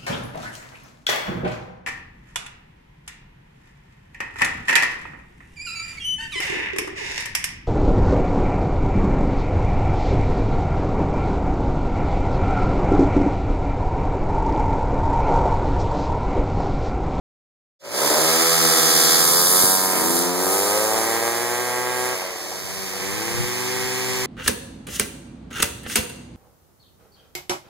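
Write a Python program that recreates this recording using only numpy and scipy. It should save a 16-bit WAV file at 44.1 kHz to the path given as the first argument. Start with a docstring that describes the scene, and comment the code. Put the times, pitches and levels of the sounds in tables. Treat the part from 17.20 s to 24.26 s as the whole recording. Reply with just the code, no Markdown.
"""Two tuned two-stroke mopeds pull away, pass close by a stereo microphone and leave down a wooded road.
One winds up, shuts off with a few pops and winds up again; the other labours at a steadier speed.
Each is a train of exhaust blasts, one per crank turn, coloured by its pipe.
The gas jets roar, and piston slap and hiss ring the metal.
Trees echo the exhaust; light wind and a knock touch the microphone."""
import sys
import numpy as np
from scipy import signal
from scipy.fft import rfft, irfft, next_fast_len
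from scipy.io import wavfile
from scipy.ndimage import map_coordinates

SR = 44100
rng = np.random.default_rng(int(sys.argv[2]) if len(sys.argv) > 2 else 0)


def dump_mix(stems):
    """Bounce the given channels to the path in sys.argv[1] as a 16-bit WAV at rate SR."""
    frames = np.atleast_2d(stems).T  # one column per channel
    limited = np.clip(frames, -1, 1)  # hard clip at full scale
    pcm = np.round(limited * 32767).astype(np.int16)
    wavfile.write(sys.argv[1], SR, pcm)


N = 311337
T = np.arange(N) / SR
FFT_SIZE = next_fast_len(N + SR // 2, real=True) // 2 * 2
HZ = np.fft.rfftfreq(FFT_SIZE, 1 / SR)
FADE_IN_S, LAUNCH_S = .59, .98  # the sound opens; both mopeds set off

# The revving moped's pipe heard from behind: (frequency [Hz], level [dB])
REVVER_BEHIND = [(115, -19), (225, -17.5), (260, -19.5), (345, -8), (450, -6.5), (570, -12.5), (635, -19.5),
                 (675, -13), (795, -5), (870, -9), (970, -16), (1100, -11), (1260, -14), (1490, -22),
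                 (1610, -10), (1730, -17), (1870, -10.5), (2250, -13)]


def amp(db):
    """Decibels to gain."""
    return 10 ** (np.asarray(db) / 20)


def unit(x):
    """Scale to rms 1."""
    return x / np.sqrt(np.mean(x ** 2) + 1e-20)


def along(points, hz=HZ):
    """Join (frequency, value) points on a log axis."""
    knots_hz, values = np.transpose(points)
    return np.interp(np.log(hz + 1), np.log(knots_hz + 1), values)


def curves(rows):
    """One value per sample for each column after the time."""
    times, *columns = np.transpose(rows)
    return [np.interp(T, times, column) for column in columns]


def wobble(rate):
    """A smooth random curve, rate knots a second."""
    return map_coordinates(rng.standard_normal(int(N * rate / SR) + 4), [T * rate], order=2)


def filtered(x, response):
    """Pass x through a frequency response."""
    return irfft(rfft(x, FFT_SIZE) * response, FFT_SIZE)[..., :N]


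def causal(gain):
    """The minimum-phase response with this gain."""
    cepstrum = irfft(np.log(np.maximum(gain, 1e-6)))
    cepstrum[1:FFT_SIZE // 2] *= 2
    cepstrum[FFT_SIZE // 2 + 1:] = 0
    return np.exp(rfft(cepstrum))


def below(edge_hz, order=6):
    """A low-pass gain."""
    return 1 / (1 + (HZ / edge_hz) ** order)


def clicks(times, sizes):
    """Impulses placed between samples."""
    at = np.asarray(times)[:, None] * SR
    taps = np.floor(at).astype(int) + np.arange(-7, 9)
    shape = np.sinc(taps - at) * np.cos(np.pi * (taps - at) / 16) ** 2
    return np.bincount(np.clip(taps, 0, N - 1).ravel(), (shape * np.asarray(sizes)[:, None]).ravel(), N)


def spread(mid, side, width):
    """A stereo pair from mid and side; width lists (frequency [Hz], side gain)."""
    side = filtered(side, along(width))
    return np.array([mid + side, mid - side])


def revving_moped():
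    """The eager moped: it winds up as it passes, shuts off and winds up again."""
    # Engine speed: (time [s], firing rate [Hz])
    speed = [(0.65, 54.9), (0.85, 70.6), (0.97, 76.6), (1.08, 80.6), (1.3, 82.8), (1.6, 79.9), (1.95, 76.2),
             (2.22, 72.4), (2.42, 76.8), (2.7, 74.5), (2.85, 82.1), (3.15, 90.2), (3.35, 97.4),
             (3.55, 105.5), (3.8, 111.4), (4.1, 116.4), (4.4, 122.7), (4.65, 124.1), (4.92, 125.4),
             (5.15, 110.7), (5.78, 89.6), (6.05, 113.1), (6.27, 122.0), (6.55, 127.4), (6.8, 127.5),
             (7.06, 127.8)]
    # Throttle twists: (opens [s], rise [s], shuts [s], first level [dB], last level [dB])
    throttle = [(.61, 0.17, 2.52, 5, -7), (2.68, 0.22, 4.93, 2.1, 5), (5.68, 0.15, 7.06, 1, 5)]
    # Uneven combustion: (time [s], scatter of blast strength [dB])
    roughness = [(.65, 1.2), (.85, 2), (1.1, 1.3), (2.3, 1.3), (2.7, 4), (2.88, .6), (3.6, .6), (3.72, 1.8),
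                 (4.1, 1.2), (4.2, .4), (4.9, .6), (5, 4), (5.7, 3), (5.85, .7)]
    # Exhaust colours along the ride: (frequency [Hz], level [dB])
    launch = [(90, -26.5), (125, -14.5), (165, -14.0), (250, -18.5), (380, -6.0), (500, -5.5), (580, 0.0),
              (750, -9.5), (1030, -10.0), (1130, -17.5), (1280, -8.0), (1450, -13.5), (1650, -12.0),
              (1900, -20.5), (2300, -19.5)]
    ahead = [(90, -28), (125, -13), (165, -7.5), (245, -13), (320, -7), (480, -1.5), (570, -12), (660, -12),
             (780, -6), (940, -14), (1030, -11.5), (1130, -16.5), (1280, -4.5), (1450, -18), (1900, -17.5),
             (2300, -21)]
    beside = [(80, -25.5), (95, -26.0), (160, -12.0), (185, -13.5), (245, -6.5), (275, -7.5), (320, -1.0),
              (555, -12.0), (590, -20.5), (730, -11.5), (775, -15.5), (930, -12.0), (990, -17.0),
              (1300, -16.0), (1515, -27.0), (1875, -22.0), (2250, -28.0)]
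    leaving = [(95, -20), (220, -16), (275, -8), (330, -12.5), (370, -2), (465, -6), (535, -.5), (580, -13),
               (720, -9), (765, -4.5), (835, -8), (1130, -13.5), (1255, -5.5), (1370, -21), (1540, -15),
               (1635, -21.5), (2250, -24)]
    far = [(100, -15), (130, -12.5), (195, -18), (250, -14), (340, -3.5), (395, -2.5), (460, -9),
           (515, -16.5), (650, -26), (760, -14.5), (850, -12), (930, -15), (1030, -14), (1165, -16),
           (1290, -24), (1425, -23), (1595, -15.5), (2005, -10), (2250, -11)]
    colours = [launch, ahead, beside, leaving, REVVER_BEHIND, far]
    # The side that faces the listener: (time [s], place in colours [index])
    view = [(.95, 0), (1.25, 1), (2.2, 1), (2.7, 2), (3.1, 2), (3.35, 3), (3.62, 3), (3.95, 4), (5, 4),
            (5.6, 5)]
    level_db = exhaust_level(throttle, distance(ahead_m=5.6, miss_m=5.0), shut_db=-9.5)
    return two_stroke(speed, level_db, view, roughness, colours)


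def plodding_moped():
    """The labouring moped: it holds a steadier speed and passes a little closer."""
    # Engine speed: (time [s], firing rate [Hz])
    speed = [(0.65, 57.1), (0.85, 74.1), (1.0, 80.4), (1.2, 83.3), (1.6, 83.1), (2.0, 83.0), (2.22, 88.7),
             (2.47, 94.3), (2.7, 93.1), (3.02, 94.2), (3.17, 86.2), (3.4, 91.5), (3.7, 94.4), (4.04, 96.8),
             (4.2, 91.8), (4.4, 94.7), (4.6, 89.7), (4.9, 93.7), (5.2, 90.1), (5.45, 94.8), (5.85, 98.3),
             (6.4, 99.4), (7.06, 100.3)]
    # Throttle twists: (opens [s], rise [s], shuts [s], first level [dB], last level [dB])
    throttle = [(.62, 0.22, 3.12, 6, -1.5), (3.08, 0.15, 5.1, 0.2, 0), (5.2, 0.95, 7.06, 2, 1)]
    # Uneven combustion: (time [s], scatter of blast strength [dB])
    roughness = [(.8, 3), (1.1, 1.2), (3, 1.2), (5, 1.8), (7, 1.2)]
    # Exhaust colours along the ride: (frequency [Hz], level [dB])
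    launch = [(90, -31.5), (125, -23.5), (250, -16.0), (330, -9.0), (380, -12.5), (500, -10.0),
              (830, -20.0), (930, -10.5), (1030, -14.0), (1130, -23.5), (1280, -18.5), (1650, -32.5),
              (2300, -35)]
    ahead = [(90, -35), (165, -14.5), (250, -15), (330, -10.5), (380, -22.5), (430, -24), (500, -7),
             (580, -20), (660, -10.5), (750, -11), (830, -12), (915, -24), (1000, -15), (1150, -11),
             (1320, -10), (1450, -23.5), (1650, -16.5), (2300, -18)]
    closing = [(85, -29.5), (95, -29.0), (165, -12.0), (255, -19.5), (375, -13.0), (550, -9.0),
               (680, -16.5), (745, -9.5), (815, -21.5), (890, -12.5), (1095, -8.0), (1165, -12.5),
               (1235, -7.0), (1435, -22.0), (1880, -20.5), (2120, -33.0), (2250, -29.5)]
    beside = [(95, -23.5), (180, -12.0), (275, -16.5), (465, -11.5), (640, -11.5), (765, -7.5),
              (835, -19.5), (860, -19.0), (935, -7.0), (1020, -7.5), (1115, -21.0), (1220, -11.5),
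              (1410, -17.0), (1495, -22.0), (1890, -19.5), (2060, -28.5), (2250, -27.0)]
    behind = [(90, -24.5), (175, -19.5), (295, -24.0), (360, -8.5), (530, -7.5), (670, -7.0), (710, -12.5),
              (800, -16.0), (875, -15.5), (955, -10.5), (1285, -19.0), (1360, -18.0), (1445, -23.5),
              (1625, -16.5), (1725, -22.5), (2000, -17.0), (2250, -24.0)]
    far = [(95, -16.0), (205, -10.0), (275, -14.0), (370, -12.0), (405, -14.0), (465, -6.5), (510, -8.5),
           (555, -17.5), (660, -12.0), (810, -13.5), (860, -18.0), (1055, -12.0), (1150, -14.5),
           (1255, -11.5), (1370, -21.5), (1890, -18.0), (2250, -13.5)]
    colours = [launch, ahead, closing, beside, behind, far]
    # The side that faces the listener: (time [s], place in colours [index])
    view = [(.95, 0), (1.25, 1), (1.9, 1), (2.17, 2), (2.33, 2), (2.55, 3), (3, 3), (3.4, 4), (5.2, 4),
            (5.6, 5)]
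    level_db = exhaust_level(throttle, distance(ahead_m=7.3, miss_m=3.9), shut_db=-6.5)
    return two_stroke(speed, level_db, view, roughness, colours)


def two_stroke(speed, level_db, view, roughness, colours, jitter_s_per_db=.00002):
    """One blast per crank turn goes through the pipe, whose colour crossfades as the moped rides by."""
    # The part of a blast that runs back up the pipe, for each colour: (share [0-1])
    pipe_return = [.65, .7, .6, .5, .42, .45]
    firing_hz, = curves(speed)
    facing, = curves(view)
    turns = np.cumsum(firing_hz * (1 + .0006 * wobble(14))) / SR
    times = np.interp(np.arange(1, int(turns[-1])), turns, T)
    # Rough combustion scatters both the strength and the timing of the blasts.
    strength, lateness = rng.standard_normal((len(times), 2)).T
    scatter_db = np.interp(times, *np.transpose(roughness))
    times = times + jitter_s_per_db * scatter_db * lateness
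    blasts = clicks(times, amp(scatter_db * np.minimum(strength, 1)))
    tones = np.array([amp(along(colour)) for colour in colours]) * below(2800) * (1 - below(76))
    # The pipe sets the shape of each blast; the view weights its resonances.
    pipe_phase = np.exp(1j * np.angle(causal(tones.mean(axis=0))))
    exhaust = 0
    for index, tone in enumerate(tones):
        fade = np.clip(1 - abs(facing - index), 0, 1)
        exhaust += fade * filtered(blasts, pipe_phase * pipe_smear(pipe_return[index]) * tone)
    gain = amp(level_db)
    return dict(exhaust=gain * exhaust, turns=turns, gain=gain, blasts=blasts)


def pipe_smear(share):
    """Waves run to and fro in the pipe and smear each blast: two all-pass stages."""
    # Round trips in the header and the expansion chamber: (delay [s])
    round_trips = [.0013, .0029]
    delays = np.exp(-2j * np.pi * np.outer(round_trips, HZ))
    passed = np.sqrt(1 - share ** 2)
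    return np.prod((passed + delays) / (1 + passed * delays), axis=0)


def exhaust_level(twists, metres, shut_db, idle_db=-11.5, release_s=.054):
    """Level in dB: each throttle twist lifts it from the shut level, and distance takes its share."""
    close_db, close_m, db_per_doubling = 28.5, 1.71, 3
    level_db = shut_db + idle_db * np.clip((LAUNCH_S - T) / (LAUNCH_S - FADE_IN_S), 0, 1)
    for opens, rise, shuts, first_db, last_db in twists:
        held = np.clip((T - opens) / rise, 0, 1) * np.clip(1 - (T - shuts) / release_s, 0, 1)
        level_db += held * (np.interp(T, [opens, shuts], [first_db, last_db]) - shut_db)
    return close_db + level_db - db_per_doubling * np.log2(metres / close_m)


def distance(ahead_m, miss_m, top_m_per_s=17.6, pickup_s=2.44):
    """Metres to a moped that starts up the road, gathers speed and passes beside the listener."""
    riding_s = np.maximum(T - LAUNCH_S, 0)
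    travelled_m = top_m_per_s * (riding_s - pickup_s * (1 - np.exp(-riding_s / pickup_s)))
    return np.hypot(miss_m, travelled_m - ahead_m)


def silencer(blasts, cool_hz, hot_hz, width_hz):
    """The silencer can rings hollow while little gas flows through it, higher as the gas heats."""
    # Hollow ring at low throttle: (time [s], level [dB])
    hollow = [(.6, -33), (.7, -42), (.85, -43), (1.02, -34), (1.3, -68), (4.9, -54), (5.02, -56),
              (5.3, -41), (5.6, -65)]
    # Warmth of the gas: (time [s], heat [0 cool, 1 hot])
    heat = [(.66, 0), (.8, 1), (1.1, 0.67), (4.9, 0)]
    level_db, = curves(hollow)
    hot, = curves(heat)

    def ring(hz):
        resonance = 1j * HZ * width_hz / (hz ** 2 - HZ ** 2 + 1j * HZ * width_hz)
        return unit(filtered(blasts, resonance ** 2))

    return amp(level_db) * (np.sqrt(1 - hot) * ring(cool_hz) + np.sqrt(hot) * ring(hot_hz))


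def pops(t60=.1, attack_s=.0034):
    """Unburnt mixture goes off in the pipe: a soft blast and a short puff."""
    # After-firing as the revving moped runs down: (time [s], relative level [dB])
    afterfires = [(5.016, -12.5), (5.149, -22), (5.204, -21), (5.258, -18.5), (5.315, -15), (5.733, -17)]
    times, db = np.transpose(afterfires)
    t = np.arange(SR // 10) / SR
    puff = rng.standard_normal(len(t)) * amp(-60 * t / t60) * (1 - np.exp(-t / attack_s))
    bangs = clicks(times, amp(db))
    bangs += .18 * signal.fftconvolve(bangs, puff)[:N]
    pipe = causal(amp(along(REVVER_BEHIND)) * below(1500, order=2) * (1 - below(260)))
    return amp(26.5) * filtered(bangs, pipe)


def jet_roar(engines):
    """Turbulence in the exhaust jets puffs with each firing, in a low band and a high one."""
    # Strength of the jets: (time [s], low band [dB], high band [dB])
    jet_levels = [(.6, -62, -49), (.82, -26.5, -30), (.97, -26, -30), (1.15, -54, -25.5), (2, -52, -32.5),
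                  (2.3, -38, -41), (2.55, -36, -40), (2.77, -31.5, -28.5), (2.95, -50, -37),
                  (3.55, -55, -30), (3.75, -29.5, -34), (4.05, -35, -32), (4.25, -50, -33.5),
                  (4.85, -43, -31.5), (5, -38, -32), (5.3, -41.5, -41.5), (5.9, -43.5, -32),
                  (7.06, -44, -29.5)]
    # Colour of the jet noise: (frequency [Hz], level [dB])
    jet_colour = [(30, -27), (100, -26), (200, -20.5), (320, -6), (500, -4.5), (900, -5.5), (1250, -4),
                  (1500, -11), (2000, -1), (2500, -3.5), (3300, -10), (4500, -27)]
    low_db, high_db = curves(jet_levels)
    turbulence = rng.standard_normal((2, N)) * puffing(engines, decay_turns=.4, depth=.5)
    gas = spread(*turbulence, width=[(200, .15), (1000, .4), (2200, 1)])
    colour, low = amp(along(jet_colour)), below(1170, order=4)
    growl = amp(low_db) * unit(filtered(gas, colour * low))
    rush = amp(high_db) * unit(filtered(gas, colour * (1 - low)))
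    return growl + rush


def puffing(engines, decay_turns, depth):
    """Gas flow surges as each exhaust port opens; the louder engine dominates."""
    power = sum(engine["gain"] * np.exp(-(engine["turns"] % 1) / decay_turns) for engine in engines)
    power /= sum(engine["gain"] for engine in engines) * decay_turns
    return np.sqrt(1 - depth + depth * power)


def engine_rasp(engines):
    """Piston slap and gas hiss ring the cylinder, fins and pipe; other fins show once the mopeds pass."""
    # Engine clatter: (time [s], relative rasp level [dB], relative sizzle level [dB])
    clatter_levels = [(0.6, -33, -48), (0.63, -49, -59), (0.78, -28, -33.5), (0.89, -25, -29),
                      (1.93, -20, -25), (2.02, -22.5, -25), (2.42, -24, -22.5), (2.69, -30, -30),
                      (2.88, -30, -29), (2.99, -28, -28), (3.12, -32.5, -37.5), (3.32, -30.5, -29),
                      (3.46, -29.5, -31.5), (4.68, -37, -40.5), (4.86, -34, -37.5), (5.08, -38.5, -47),
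                      (6.02, -34.5, -41), (7.06, -32.5, -40.5)]
    # Broad colour of the clatter: (frequency [Hz], level [dB])
    clatter_colour = [(300, -98), (1500, -4), (2600, -11.5), (3400, -3.5), (3850, -1), (4400, -0.5),
                      (5100, 3.5), (6000, 0), (8200, -4.5), (10500, -6), (12500, -8), (14500, -13),
                      (16000, -15.5)]
    # Modes of cylinder and pipe: (frequency [Hz], width [Hz], level [dB])
    modes = [(3524, 19, 8.5), (3897, 13, -9), (4140, 51, 0), (4700, 29, -3.5), (4940, 170, -0.5),
             (6330, 44, 5), (6800, 37, -8), (7400, 110, -3.5), (8830, 60, -1.5), (10060, 54, -12),
             (10770, 37, 2)]
    # The engines turn their backs: (time [s], turn [0 facing, 1 away])
    turn_away = [(2.4, 0), (3.3, 1)]
    rasp_db, sizzle_db = curves(clatter_levels)
    away, = curves(turn_away)
    hiss = rng.standard_normal((2, N)) * puffing(engines, decay_turns=1, depth=.06)
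    hiss *= amp(.59 * wobble(700))
    shaking = unit(hiss) + 1.3 * piston_slap(engines, t60=.08)
    mode_power = sum(amp(db) ** 2 / (1 + (2 * (HZ - hz) / width) ** 2) for hz, width, db in modes)
    low = below(7720, order=12)
    clatter = 0
    for share, ringing in [(1 - away, 2.6), (away, .6)]:
        fins_db = 2.5 * np.interp(HZ, np.linspace(0, SR / 2, 600), rng.standard_normal(600))
        metal = amp(along(clatter_colour) + fins_db) * np.sqrt(1 + ringing * mode_power)
        rasp = amp(rasp_db + 5) * unit(filtered(shaking, metal * low))
        sizzle = amp(sizzle_db + 10) * unit(filtered(shaking, metal * (1 - low)))
        clatter += share * (rasp + sizzle)
    return clatter


def piston_slap(engines, t60):
    """The piston strikes its bore alike on every turn, so each engine repeats its own short rattle."""
    t = np.arange(SR // 20) / SR
    total_gain = sum(engine["gain"] for engine in engines)
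    slaps = 0
    for engine in engines:
        rattle = rng.standard_normal((2, len(t))) * amp(-60 * t / t60)
        strikes = signal.fftconvolve(engine["blasts"][None], rattle, axes=1)[:, :N]
        slaps += engine["gain"] / total_gain * strikes
    return unit(slaps)


def woods(direct, exhaust):
    """The tree line scatters a dull, late answer to the exhaust, blended with the direct sound."""
    # Decay among the trees: (frequency [Hz], time to fall 60 dB [s])
    decay_times = [(150, .2), (1000, .6), (4000, .25), (12000, .08)]
    # With distance the echo gains on the direct sound: (time [s], level [dB])
    echo_level = [(3, -28), (4.8, -22), (5.6, -13), (7, -15)]
    hz, t, noise = signal.stft(rng.standard_normal((2, SR // 2)), SR, nperseg=256)
    _, tail = signal.istft(noise * amp(-60 * t / along(decay_times, hz)[:, None]), SR, nperseg=256)
    scattered = signal.fftconvolve(exhaust[None], tail / np.linalg.norm(tail[0]), axes=1)[:, :N]
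    echo = spread(*scattered, width=[(200, .29), (1000, .29), (2200, .083)])
    wet = amp(curves(echo_level)[0])
    return (direct + wet * echo) / np.hypot(1, wet)


def knock():
    """The microphone's housing takes one dull tap."""
    # The tap: (time [s], relative level [dB])
    tap = [(2.439, -14.5)]
    times, db = np.transpose(tap)
    housing = causal(below(300, order=2) * (1 - below(44.8, order=2)))
    return amp(37.5) * filtered(clicks(times, amp(db)), housing)


def wind():
    """A faint breeze and a few light gusts buffet the microphone ports."""
    # Gusts: (centre [s], length [s], relative level [dB])
    gusts = [(5.5, 0.34, -63), (5.943, 0.19, -55), (6.195, 0.16, -51), (6.637, 0.1, -54),
             (6.976, 0.38, -57)]
    # Rumble of air on the ports: (frequency [Hz], level [dB])
    wind_colour = [(20, -14), (60, -2), (130, 6), (220, -2), (500, -32), (1500, -60)]
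    breeze = amp(-72)
    flow = breeze + sum(amp(db) * np.exp(-(2 * (T - at) / length) ** 2) for at, length, db in gusts)
    flutter = amp(7.5 + 1.6 * wobble(8.1))
    rumble = unit(filtered(rng.standard_normal((2, N)), amp(along(wind_colour))))
    return spread(*(flow * flutter * rumble), width=[(60, 1), (300, .49)])


def scene():
    """Both mopeds, their echo, the wind and the knock at the two microphone ports."""
    revver, plodder = revving_moped(), plodding_moped()
    engines = [revver, plodder]
    hollow_ring = silencer(revver["blasts"], cool_hz=572, hot_hz=601, width_hz=32)
    exhaust = revver["exhaust"] + plodder["exhaust"] + hollow_ring + pops()
    direct = spread(exhaust, -exhaust, width=[(100, .24), (600, .18), (1500, .6), (2600, .15)])
    return woods(direct, exhaust) + wind() + jet_roar(engines) + engine_rasp(engines) + knock()


def record(dry):
    """The microphone widens its close ports: each loses a delayed copy of the other; bass is restored."""
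    # Lean of the stereo image: (frequency [Hz], left minus right before the treble comb [dB])
    balance = [(100, 1.5), (250, 5.5), (500, 0.5), (1000, -1.5), (2000, -4.5), (5000, -2), (10000, -4),
               (15000, -1.5)]
    cross_delay_s, fade_s, top_hz = 16 / SR, .06, 15750
    angle = np.pi * HZ * cross_delay_s
    bass_lift = 1 / np.hypot(np.sin(np.minimum(angle, np.pi / 2)), .17)
    mid = filtered((dry[0] + dry[1]) / 2, 1j * np.sin(angle) * bass_lift)
    side = filtered((dry[0] - dry[1]) / 2, np.cos(angle) * bass_lift)
    treble_comb = abs(np.sin(np.maximum(angle, np.pi / 2)))
    lean_db = along(balance) * treble_comb / 2
    fade_in = np.clip((T - FADE_IN_S) / fade_s, 0, 1) ** 2
    pair = np.array([mid + side, mid - side]) * fade_in
    return filtered(pair, amp([lean_db, -lean_db]) * below(top_hz, order=400))


dry = scene()
out = record(dry)
dump_mix(out)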